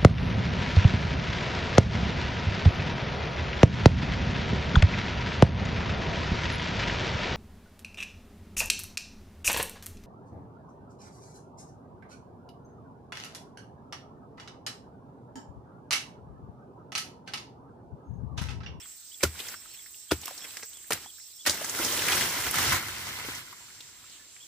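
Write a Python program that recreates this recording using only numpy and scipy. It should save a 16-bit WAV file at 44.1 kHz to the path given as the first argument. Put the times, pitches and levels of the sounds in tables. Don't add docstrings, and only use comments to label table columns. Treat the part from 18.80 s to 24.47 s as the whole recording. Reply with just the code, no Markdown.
import sys
import numpy as np
from scipy import signal
from scipy.fft import rfft, irfft, next_fast_len
from scipy.io import wavfile

SR = 44100
rng = np.random.default_rng(int(sys.argv[2]) if len(sys.argv) > 2 else 0)


def volts_from_decibels(level):
    exponent = np.asarray(level, float) / 20
    return 10 ** exponent


def transcribe(signal):
    frames = np.atleast_2d(signal).T
    limited = np.clip(frames, -1, 1)
    pcm = np.round(limited * 32767).astype(np.int16)
    wavfile.write(sys.argv[1], SR, pcm)


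N = 250047

# frequency [Hz], density [dB per Hz].
AIR_SPECTRUM = [(15, -43), (25, -15), (102, -16), (189, -24.5), (307, -18.5), (500, -26.5), (1470, -22.5),
                (2890, -19), (3130, -12), (5520, -13), (6490, -34.5), (7830, 9.5), (11400, -30.5),
                (14600, -11.5), (15800, -7)]
# time [s], level [dB].
LOW_HUSH_DB = [(0, -48.5), (.17, -62), (.94, -54), (1.28, -60.5), (2.08, -55.5), (2.5, -62), (4.9, -58),
               (5.3, -54.5), (5.67, -56.5)]
SWARM_DB, SWARM_SCARED_DB = -59.5, -62

# pulses per second [1/s], pulse depth [0-1], pitch wander [Hz], level [dB].
CICADA_PULSES = [
    (141.5, 0.1, 14, -1),
    (130, 0.6, 15, -8.5),
    (122, 0.24, 13.6, -6),
]
CICADA_PITCH_HZ = (7669, 8041, 8294)
# time [s], level [dB].
CHORUS_DB = [(0.0, -52.5), (0.41, -54.5), (0.69, -53), (1.83, -51.5), (2.41, -56), (2.62, -54)]
# time [s], level [dB].
FAR_CICADA_DB = [(0, -61.5), (4.5, -59), (5.67, -58.5)]
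FAR_TONES_HZ = (7520, 7990)
FAR_PULSES_PER_S = 113
KATYDID_S, KATYDID_PER_S, KATYDID_SLOWS = .2094, 23.38, .19

# start [s], length [s], level [dB].
CRICKET_TRILLS = [(0, 0.018, -68.5), (0.096, .07, -81), (0.742, 0.07, -69), (0.882, 0.086, -73.5),
                  (1.01, 0.088, -77), (1.155, 0.11, -76), (1.432, 0.1, -71), (1.577, 0.082, -68.5),
                  (2.363, 0.12, -72.5), (2.53, 0.06, -73)]
CRICKET_HZ, CRICKET_CLICKS_PER_S = 5480, 250

# length [s], start [Hz], middle [Hz], end [Hz]. CALL is the repeated one.
CALL = (.053, 2930, 3450, 2950)
ARCH = (.09, 3700, 4430, 3650)
HELD = (.28, 4300, 4310, 4300)
LOW = (.06, 1700, 1750, 1700)
RISE = (.04, 3500, 4300, 4900)
DROP = (.075, 5800, 4300, 3300)
PIP = (.015, 4500, 4100, 3700)
CALL_FIRST_S, CALL_EVERY_S, CALL_LAST_S, CALL_DB = -.008, .3237, 5.6, -62
# start [s], note (as above), level [dB].
SONG = [
    (.16, ARCH, -75),
    (.82, PIP, -74),
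    (.886, ARCH, -65),
    (2.4, RISE, -70),
    (2.485, DROP, -71),
    (4.74, HELD, -74),
    (5.385, LOW, -70),
]
NOTE_SWELL = .6

# frequency [Hz], side minus mid [dB].
SIDE_MINUS_MID = [(60, -19), (150, -22), (380, -11), (950, -5.5), (2380, -5.5), (5980, 0.5), (15000, -1.5)]
# frequency [Hz], left minus right [dB].
LEFT_MINUS_RIGHT = [(60, 3.5), (110, -2), (200, 0), (380, 1.5), (700, -3), (1290, 1), (2380, -1),
                    (4400, -1.0), (8120, -3.5), (15000, -1.5)]

# frequency [Hz], density [dB per Hz].
RUSTLE_SPECTRUM = [(18, -32), (30, -21.5), (95, -2.5), (174, -8), (382, -5), (483, -9.5), (1210, -5.5),
                   (1450, 2), (1840, -20), (2040, -3), (2660, -4.5), (5540, -10), (8870, -14.5),
                   (14600, -14), (15800, -11)]
LAYER_CENTRES_HZ = (130, 520, 1900, 8000)
# time [s], lag of the right port [samples].
RIGHT_LAG_SAMPLES = [(0, -0.5), (3, 2), (3.7, 1), (4.6, 8), (5.0, 4.5), (5.67, 0)]
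DRY_FROND_HZ, DRY_FROND_T60_S, DRY_FROND_DB = 5500, 0.035, -20.5
# start [s], rustle level [dB], solidity of the trunk [dB].
CROWN_JOLTS = [
    (.44, -40, 7),
    (1.331, -43.5, 5),
    (2.132, -37, -9),
    (2.67, -30, -24),
]
LAYER_JOLT_T60_S = (0.3, 0.16, 0.21, 0.13)
JOLT_STEMS_DB, JOLT_HISS_DB = 0.5, 7.5
# start [s], length [s], rustle level [dB].
DEBRIS_SHOWERS = [
    (0.435, 0.016, -39),
    (0.534, 0.2, -47.5),
    (.8, 0.067, -62),
    (1.397, 0.4, -51.5),
    (1.91, 0.026, -59),
    (2.138, .11, -52.5),
    (4.14, 0.021, -54),
    (4.267, 0.019, -42),
]
SHOWER_RISE_S, SHOWER_T60_S = 0.08, 0.19
SHOWER_LAYERS_DB = (-15, -5, -0.5, 3.5)
# time [s], rustle level [dB].
CROWN_FALL = [(2.69, -40), (2.77, -42.5), (2.916, -41.5), (3.012, -35), (3.25, -33.5), (3.298, -29.5),
              (3.465, -30), (3.48, -34), (3.68, -33)]
# time [s], rustle level [dB].
GROUND_FALL = [(3.718, -36.5), (3.76, -28.5), (3.931, -26.5), (4.03, -38), (4.585, -41), (4.63, -49),
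               (4.78, -53), (5.1, -60), (5.45, -63.5)]
# still near, far below, a point past the end to drift towards [s].
FALL_MOMENTS_S = (3.11, 4.02, 7.9)
FALL_LAYERS_DB = [(-12.5, -8.5, -13), (-2, -12, -15), (-2.5, -3, 5), (5, -1.5, 5)]

# frequency [Hz], level [dB], t60 [s].
BUNCH_MODES = [(1010, -6, .018), (1430, -3, .013), (1700, -6, .012), (2060, 0, .015), (3160, -6, .009),
               (5580, -7, .01), (6240, -8, .01)]
BUNCH_HITS_PER_S, BUNCH_UNEVEN_DB = 700, 2.2
BUNCH_DB, BUNCH_DULLS_DB_PER_OCTAVE = -8, -6

# start [s], peak [dB], centre [Hz], wood knock [dB].
BLOW_SNAPS = [(0.591, -26.5, 2633, -62), (0.6007, -25.5, 3100, -36), (0.6554, -40, 3430, -47),
              (0.6845, -27.5, 5300, -70), (1.4152, -32, 6790, -58), (1.4332, -33.5, 3020, -45),
              (1.479, -26, 1070, -63), (1.5772, -32, 5480, -74), (1.6485, -34, 1970, -39),
              (1.6877, -40, 3150, -59), (1.77, -28.5, 5370, -73), (1.8318, -31, 1630, -38.5),
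              (2.174, -35.5, 1970, -44)]
BUNCH_SNAPS = [(2.81, -31, 1550, -31), (2.844, -24.5, 1580, -37), (2.895, -22, 6600, -57),
               (2.9488, -24.5, 2065, -52), (2.9991, -25.5, 1320, -26.5), (3.0475, -17.5, 5400, -29),
               (3.1352, -40, 1460, -46), (3.3, -17, 1920, -54.5), (3.321, -13.5, 2470, -43),
               (3.6015, -22, 1950, -48), (3.6379, -21.5, 2030, -39), (3.666, -20, 1215, -33),
               (3.751, -21, 1450, -54), (3.784, -13.5, 1370, -48), (3.8393, -30, 794, -34),
               (3.924, -14.5, 1564, -39), (3.965, -22, 1490, -54), (4.084, -21, 1585, -44),
               (4.387, -27.5, 1320, -38), (4.4484, -29, 2140, -37), (4.4867, -28.5, 1600, -33.5),
               (4.55, -29, 6200, -80), (5.0051, -33.5, 3500, -61), (5.2973, -42, 4730, -58)]
SNAP_T60_S, SNAP_LONGER = 0.056, 0.1
# start [s], peak [dB], centre [Hz], t60 [s], wood knock [dB].
BRITTLE_TICKS = [(1.457, -22.5, 11900, 0.015, -62), (1.7699, -26, 1910, 0.029, -72),
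                 (1.832, -29, 5600, 0.1, -66), (2.845, -23, 6200, 0.054, -62), (1.97, -35, 6840, 0.04, -78),
                 (3.71, -19, 11000, 0.034, -58)]
# start [s], peak [dB], centre [Hz].
LEAF_CHIPS = [(0.057, -43, 1500), (0.555, -44, 1430), (0.685, -32.5, 1670), (0.713, -53, 1410),
              (0.741, -33.5, 1540), (0.819, -48, 1940), (0.856, -42, 1280), (0.943, -42, 2550),
              (0.993, -45.5, 2240), (1.06, -42.5, 1750), (1.144, -42.5, 2820), (1.509, -33.5, 656),
              (2.043, -49, 1710), (2.26, -40, 850), (2.383, -52, 1590), (2.399, -48, 2040),
              (4.727, -37, 1134), (4.901, -47, 1750), (5.24, -42.5, 1310), (5.564, -42.5, 2020)]
LEAF_BRUSH = [
    (0.4074, -34.5, 2150),
]
CHIP_T60_S = .036
CHIP_KNOCK_DB, CHIP_KNOCK_DB_PER_OCTAVE = -19.5, -8.5
# start [s], peak [dB], centre [Hz].
RIB_HITS = [(1.439, -40, 2900), (1.456, -31, 5500), (1.471, -29.5, 2700), (1.642, -30.5, 2080),
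            (1.706, -36, 3150), (1.752, -46, 3500), (1.826, -34, 2090), (1.932, -39.5, 3970),
            (.58, -44, 2770), (.608, -44, 1670), (.668, -35, 3160), (2.776, -34, 1400), (2.989, -24, 1340),
            (3.036, -28, 5540), (3.062, -21, 5660), (3.084, -24, 3120), (3.123, -21, 5630),
            (3.141, -26, 1870), (3.192, -20, 2910), (3.22, -20, 2040), (3.267, -24, 1530),
            (3.284, -14, 2000), (3.37, -45, 5500), (3.377, -20, 1520), (3.41, -17, 2000),
            (3.424, -18.5, 3400), (3.445, -30, 2080), (3.742, -17, 1350), (3.827, -24, 2270),
            (4.025, -26.5, 1330), (4.129, -34, 1440), (4.175, -31, 1590), (4.207, -40, 1490),
            (4.268, -27.5, 920), (4.289, -30, 1580), (4.398, -29, 2170), (4.585, -36, 1500)]
RIB_T60_S = 0.039

# frequency [Hz], level [dB], t60 [s].
STALK_MODES = [(203.8, -1.5, 0.042), (325.7, 0.5, 0.057), (389.6, -3, 0.051), (593, 3.5, 0.028),
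               (906, -7.5, 0.058), (1200, -17, 0.077), (1499, -7, 0.031)]
# start [s], peak [dB], centre [Hz], t60 [s], wood knock [dB].
BLOW_CRACKS = [(.4290, -20, 5700, 0.028, -50.5), (.4325, -11, 1505, 0.037, -25.5),
               (.4345, -11.5, 4910, 0.037, -26), (.4365, -13.5, 1400, 0.04, -20.5),
               (.4405, -31.5, 1200, 0.15, -37), (1.3075, -29, 1780, 0.02, -59),
               (1.3122, -19, 3430, 0.077, -57.5), (1.3158, -19, 4900, 0.026, -42.5),
               (1.3170, -13, 1360, 0.035, -25), (1.3200, -37, 1200, 0.018, -25),
               (2.1057, -16, 880, 0.031, -36), (2.11, -16.5, 1290, 0.044, -49),
               (2.1167, -28, 1390, 0.024, -51), (2.1208, -11, 1820, 0.021, -53),
               (2.131, -15, 5880, 0.023, -48), (2.652, -25.5, 2210, 0.11, -53),
               (2.663, -25, 2340, 0.02, -64), (2.6687, -15, 3560, 0.07, -55),
               (2.6720, -17, 1940, 0.082, -37), (2.675, -16.5, 4600, 0.062, -34),
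               (2.6954, -12.5, 5000, 0.041, -38), (2.7039, -19, 5030, 0.17, -41),
               (2.7433, -23.5, 11900, 0.018, -36)]
# start
# [s], peak [dB], frequency [Hz], t60 [s].
BODY_THUMPS = [(0.44, -21.5, 77.6, 0.22), (1.319, -24.5, 75.5, 0.16), (1.321, -37.5, 126, 0.16),
               (2.13, -44, 78.5, 0.26), (2.681, -34.5, 80.5, 0.16), (3.789, -36, 94, 0.13),
               (3.929, -24, 103, 0.11), (4.485, -28, 304, 0.027), (0.4394, -18.5, 395, 0.033),
               (0.434, -27, 1180, .03), (1.318, -18, 513, 0.03), (2.109, -24.5, 444, 0.043),
               (2.815, -26, 630, 0.033), (2.994, -26.5, 329, 0.084)]
BLOW_PINGS = [(1.3111, -24, 1230, .025), (1.3122, -22, 2750, 0.018), (1.3125, -24, 700, 0.03),
              (1.312, -28, 1400, 0.082), (1.315, -30, 1000, 0.028), (0.45, -23.5, 1400, 0.036),
              (.436, -34, 857, 0.052), (0.43, -31, 1830, .05), (2.107, -36, 1500, 0.024),
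              (2.1075, -26, 600, 0.031), (2.666, -24, 1500, 0.033), (2.1215, -40, 2200, 0.026),
              (2.664, -24.5, 1870, 0.067), (2.673, -33, 2900, 0.048), (2.695, -21, 6100, .03)]


def rms_one(x):
    return x / np.sqrt(np.mean(x ** 2) + 1e-20)


def in_time(rows):
    s, *columns = np.transpose(rows)
    return [np.interp(np.arange(N) / SR, s, c) for c in columns]


def at_hz(points, hz):
    points_hz, points_db = np.transpose(points)
    return np.interp(np.log(hz + 1), np.log(points_hz), points_db)


def drift(rate):
    r = np.exp(-80 * np.pi * rate / SR)
    slow = signal.lfilter([1], [1, -2 * r, r * r], rng.standard_normal(N // 40 + 2002))[2000:]
    return np.interp(np.arange(N) / 40, np.arange(len(slow)), rms_one(slow))


def ring(clicks, hz, t60_s):
    r, w = volts_from_decibels(-60 / (t60_s * SR)), 2 * np.pi * hz / SR
    return signal.lfilter([0, np.sin(w)], [1, -2 * r * np.cos(w), r * r], clicks + 1e-18)


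def band_pass(x, low_hz, high_hz):
    return signal.sosfilt(signal.butter(2, [low_hz, high_hz], "band", fs=SR, output="sos"), x)


def add(out, s, sound):
    i = round(s * SR)
    out[..., i:i + sound.shape[-1]] += sound[..., :N - i]


def bands(drive, spectrum, shift_db, patchy_db, flicker, grains, together):
    out, power = 0, 0
    edges = 24 * 2 ** (np.arange(22) / 2.25)
    shared = drift(flicker)
    for k, (low, high) in enumerate(zip(edges, np.append(edges[1:], 17000))):
        hz = np.sqrt(low * high)
        part = band_pass(drive[k % 2] + np.roll(grains, 9001 * k, axis=-1), low, high)
        level_db = at_hz(spectrum, hz)
        power += np.mean(part[0] ** 2) * volts_from_decibels(2 * level_db)
        flicker_db = patchy_db * (together * shared + drift(flicker))
        out = out + part * volts_from_decibels(level_db + shift_db(hz) + flicker_db)
    return out / np.sqrt(power)


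def ports(mid, side):
    size = next_fast_len(N + 4096)
    hz = np.arange(size // 2 + 1) * SR / size
    mid, side = rfft(mid, size), rfft(side, size) * volts_from_decibels(at_hz(SIDE_MINUS_MID, hz))
    tilt = volts_from_decibels(at_hz(LEFT_MINUS_RIGHT, hz) / 2)
    return irfft([(mid + side) * tilt, (mid - side) / tilt], size)[:, :N]


def hillside():
    low_db, = in_time(LOW_HUSH_DB)
    top_db = np.interp(np.arange(N) / SR, FALL_MOMENTS_S[:2], [SWARM_DB, SWARM_SCARED_DB])

    def shift_db(hz):
        return low_db + 61.0 if hz < 3000 else top_db + 55.5 if hz > 9500 else 0

    hush = bands(rng.standard_normal((2, 2, N)), AIR_SPECTRUM, shift_db,
                 patchy_db=2.1, flicker=8.5, grains=np.zeros(N), together=0.063)
    return ports(*volts_from_decibels([[-52], [-51]]) * hush)


def katydid():
    hiss = band_pass(rng.standard_normal((2, N)), 13300, 15800)
    t = np.arange(N) / SR - KATYDID_S
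    turn = 2 * np.pi * t * (KATYDID_PER_S - KATYDID_SLOWS * t)
    chirps = volts_from_decibels(4.5 * np.cos(turn) - 3.0 * np.cos(4 * turn))
    return volts_from_decibels(5.0 + 2.1 * drift(9)) * chirps * hiss * volts_from_decibels([[-1.2], [1.2]])


def far_cicada():
    t = np.arange(N) / SR
    beat = 1 + .7 * np.cos(2 * np.pi * FAR_PULSES_PER_S * t + 1.5 * drift(8))
    tones = 0
    for gain, hz in zip((1, .45), FAR_TONES_HZ):
        tone = np.sin(2 * np.pi * np.cumsum(hz + 32 * drift(40)) / SR)
        tones = tones + gain * volts_from_decibels(2.5 * drift(20)) * tone
    level_db, = in_time(FAR_CICADA_DB)
    return volts_from_decibels(level_db) * rms_one(beat * tones) * volts_from_decibels([[-2.0], [2.0]])


def cicadas():
    out = np.zeros(N)
    near_db, = in_time([*CHORUS_DB, (4.2, -62), (4.6, -80)])
    for hz, (per_s, depth, wander_hz, db) in zip(CICADA_PITCH_HZ, CICADA_PULSES):
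        pulse_hz = per_s * (1 + 0.0069 * drift(2.5))
        beat = np.cos(2 * np.pi * np.cumsum(pulse_hz) / SR + 2 * np.pi * rng.random())
        tone = np.sin(2 * np.pi * np.cumsum(hz + wander_hz * drift(34)) / SR)
        rasp = rms_one(ring(rng.standard_normal(N), hz, 0.0071))
        out += (tone + 0.55 * rasp) * (1 + depth * beat) * volts_from_decibels(db + 2.0 * drift(14))
    near = volts_from_decibels(near_db) * (out + katydid()) * volts_from_decibels([[-2.5], [2.5]])
    return near + far_cicada()


def cricket():
    clicks = np.zeros(N)
    for s, length_s, db in CRICKET_TRILLS:
        at = np.arange(0, length_s, 1 / CRICKET_CLICKS_PER_S)
        swell = np.sqrt(np.sin(np.pi * (at + 0.0067) / (length_s + 0.015)))
        at = np.abs(at + rng.normal(0, 0.00051, len(at)))
        clicks[((s + at) * SR).astype(int)] = swell * volts_from_decibels(db + 35.5 + rng.normal(0, 2.6, len(at)))
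    return ring(ring(clicks, CRICKET_HZ, .010), CRICKET_HZ, .003) * .04


def birds():
    out = np.zeros(N)
    call_times_s = [*(CALL_FIRST_S + CALL_EVERY_S * np.arange(9)), CALL_LAST_S]
    calls = [(max(s, .01), CALL, CALL_DB - 3.5 * (s < .1)) for s in call_times_s]
    for s, (length_s, start_hz, middle_hz, end_hz), db in calls + SONG:
        u = np.linspace(-1, 1, round(length_s * SR))
        bend_hz = (start_hz + end_hz) / 2 - middle_hz
        hz = middle_hz + (end_hz - start_hz) / 2 * u + bend_hz * u ** 2
        note = volts_from_decibels(db + 13.0) * (1 - u ** 2) ** NOTE_SWELL * np.sin(2 * np.pi * np.cumsum(hz) / SR)
        add(out, s, note)
        add(out, s + .017, volts_from_decibels(-18) * note)
        add(out, s + .043, volts_from_decibels(-24) * note)
    return out * volts_from_decibels(5.5 * drift(120) - 2.5)


def fall_vigour(end_s):
    before, after = (CROWN_FALL[0][0] - .02, -90), (GROUND_FALL[-1][0] + end_s, -90)
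    return [before, *CROWN_FALL, *GROUND_FALL, after]


def shaking():
    t = np.arange(0, N, 16) / SR
    power = np.full((4, len(t)), 1e-9)
    jolt_t60_s = np.array(LAYER_JOLT_T60_S)[:, None]
    for s, db, solid_db in CROWN_JOLTS:
        start_db = db + np.array([[solid_db], [JOLT_STEMS_DB], [0], [JOLT_HISS_DB]])
        power += (t > s - .008) * volts_from_decibels(2 * (start_db - 60 * np.maximum(t - s, 0) / jolt_t60_s))
    for s, length_s, db in DEBRIS_SHOWERS:
        rise = np.clip((t - s) / SHOWER_RISE_S + .5, 0, 1)
        shape = rise * volts_from_decibels(-60 * np.maximum(t - s - length_s, 0) / SHOWER_T60_S)
        power += (shape * volts_from_decibels(db + np.array(SHOWER_LAYERS_DB)[:, None])) ** 2
    colour_db = np.array([np.interp(t, FALL_MOMENTS_S, layer_db) for layer_db in FALL_LAYERS_DB])
    fall_db = np.interp(t, *np.transpose(fall_vigour(0.07)))
    power += volts_from_decibels(2 * (fall_db + colour_db))
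    return np.repeat(10 * np.log10(power), 16, axis=1)[:, :N]


def leaves():
    moves_db = shaking() + [[12], [6], [0], [0.5]]

    def shift_db(hz):
        place = np.interp(np.log(hz), np.log(LAYER_CENTRES_HZ), [0, 1, 2, 3])
        return np.maximum(1 - np.abs(place - np.arange(4)), 0) @ moves_db

    sizes = volts_from_decibels(0.92 * np.minimum(rng.exponential(1, N), 5)) * rng.standard_normal((2, N))
    ticks = rms_one(sizes * (rng.random(N) < 1500 * volts_from_decibels(3.0 * drift(30)) / SR))
    drive = 0.8 * ticks + rng.standard_normal((2, 2, N))
    flicks = .6 * rms_one(sizes * (rng.random(N) < 300 / SR))
    rustle = ports(*volts_from_decibels(3.0) * bands(drive, RUSTLE_SPECTRUM, shift_db,
                                     patchy_db=1.0, flicker=20, grains=flicks, together=0.33))
    slaps = np.roll(flicks, 777, axis=-1) * volts_from_decibels(4.0 * drift(3.1))
    frond = rms_one(ring(slaps, DRY_FROND_HZ, DRY_FROND_T60_S))
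    rustle += volts_from_decibels(moves_db[3] + DRY_FROND_DB) * frond
    n = np.arange(N)
    rustle[1] = np.interp(n - in_time(RIGHT_LAG_SAMPLES)[0], n, rustle[1])
    return rustle


def bunch():
    vigour_db, = in_time(fall_vigour(0.1))
    far, = in_time([(FALL_MOMENTS_S[0], 0), (FALL_MOMENTS_S[1], 1)])
    out = np.zeros((2, N))
    for hz, db, t60_s in BUNCH_MODES:
        uneven_db = BUNCH_UNEVEN_DB * np.minimum(rng.exponential(1, N), 4)
        hits = (rng.random(N) < BUNCH_HITS_PER_S / SR) * volts_from_decibels(uneven_db + 2.5 * drift(12))
        dull_db = far * BUNCH_DULLS_DB_PER_OCTAVE * max(np.log2(hz / 1500), 0)
        knocks = ring(hits * rng.standard_normal((2, N)), hz, min(t60_s, .03))
        out += volts_from_decibels(db + dull_db) * rms_one(knocks)
    return volts_from_decibels(vigour_db + BUNCH_DB) * out


def cracks(events, broad, width, rise_s, knock_db, small, ping_db):
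    out, t = np.zeros((2, N)), np.arange(3300) / SR
    no_bass = signal.butter(2, 170, "high", fs=SR, output="sos")
    dull = signal.butter(1, 9000, fs=SR, output="sos")
    for s, peak_db, hz, t60_s, wood_db in events:
        white = rng.standard_normal((3, 3300))
        decay_db = -60 * t / max(t60_s, .004)
        burst = white[:2] * np.abs(white[2]) * volts_from_decibels(decay_db) * np.minimum(t / rise_s, 1)
        burst *= 1 + 1.8 * np.exp(-t / 0.00028)
        low_hz, high_hz = np.clip([hz / width, hz * width], 100, 17000)
        burst = band_pass(burst, low_hz, high_hz) + broad * signal.sosfilt(dull, burst)
        knock = 0
        for mode_hz, mode_db, mode_t60_s in STALK_MODES:
            level_db = mode_db + rng.normal(0, 4.4) - 60 * t / mode_t60_s
            knock = knock + volts_from_decibels(level_db) * np.sin(2 * np.pi * small * mode_hz * t)
        ping = volts_from_decibels(ping_db + decay_db) * np.sin(2 * np.pi * hz * t) * [[1], [.7]]
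        both = volts_from_decibels(peak_db) * (burst / np.max(np.abs(burst[0])) + ping)
        both -= volts_from_decibels(wood_db + knock_db) * knock * [[1], [.7]]
        add(out, s, signal.sosfilt(no_bass, both))
    return out


def debris():
    snaps = [(s, db, hz, SNAP_T60_S * volts_from_decibels(SNAP_LONGER * (db + 25)), wood_db)
             for s, db, hz, wood_db in BLOW_SNAPS + BUNCH_SNAPS]
    chips = [(s, db, hz, CHIP_T60_S, db + CHIP_KNOCK_DB + CHIP_KNOCK_DB_PER_OCTAVE * np.log2(hz / 1000))
             for s, db, hz in LEAF_CHIPS + LEAF_BRUSH]
    ribs = [(s, db, hz, RIB_T60_S, db - 24) for s, db, hz in RIB_HITS]
    out = cracks(snaps + BRITTLE_TICKS, broad=0.35, width=1.424, rise_s=0.00029,
                 knock_db=-8.5, small=1.4, ping_db=-13.5)
    out += cracks(chips, broad=0.15, width=1.28, rise_s=0.00033, knock_db=-5.0, small=5.1, ping_db=-5)
    ribs = cracks(ribs, broad=0.45, width=1.44, rise_s=0.00052, knock_db=-19.0, small=1.46, ping_db=-11)
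    return out * [[1], [0.79]] + ribs


def thumps():
    out, t = np.zeros(N), np.arange(SR // 2) / SR
    for s, db, hz, t60_s in BODY_THUMPS + BLOW_PINGS:
        swell = 1 - np.exp(-t * hz / 0.6)
        add(out, s, volts_from_decibels(db - 60 * t / t60_s) * swell * np.cos(2 * np.pi * hz * t))
    return out


def blows():
    out = cracks(BLOW_CRACKS, broad=0.56, width=1.68, rise_s=0.0012,
                 knock_db=-0.5, small=0.96, ping_db=-19.5) * [[1], [0.79]]
    out[0] += thumps()
    return out


def scene():
    around = hillside() + cicadas() + leaves()
    singers = cricket() + birds()
    far = np.array([singers, .6 * np.roll(singers, 37)])
    near = bunch() + debris() + blows()
    return ports(*(far + near)) + around


def band_limit(x):
    return signal.sosfilt(signal.butter(12, 16490, fs=SR, output="sos"), x)


def record(dry):
    no_bass = signal.butter(2, 35, "high", fs=SR, output="sos")
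    no_top = signal.ellip(12, .5, 60, 15530, fs=SR, output="sos")
    return band_limit(signal.sosfilt(no_top, signal.sosfilt(no_bass, dry)))


dry = scene()
out = record(dry)
transcribe(out)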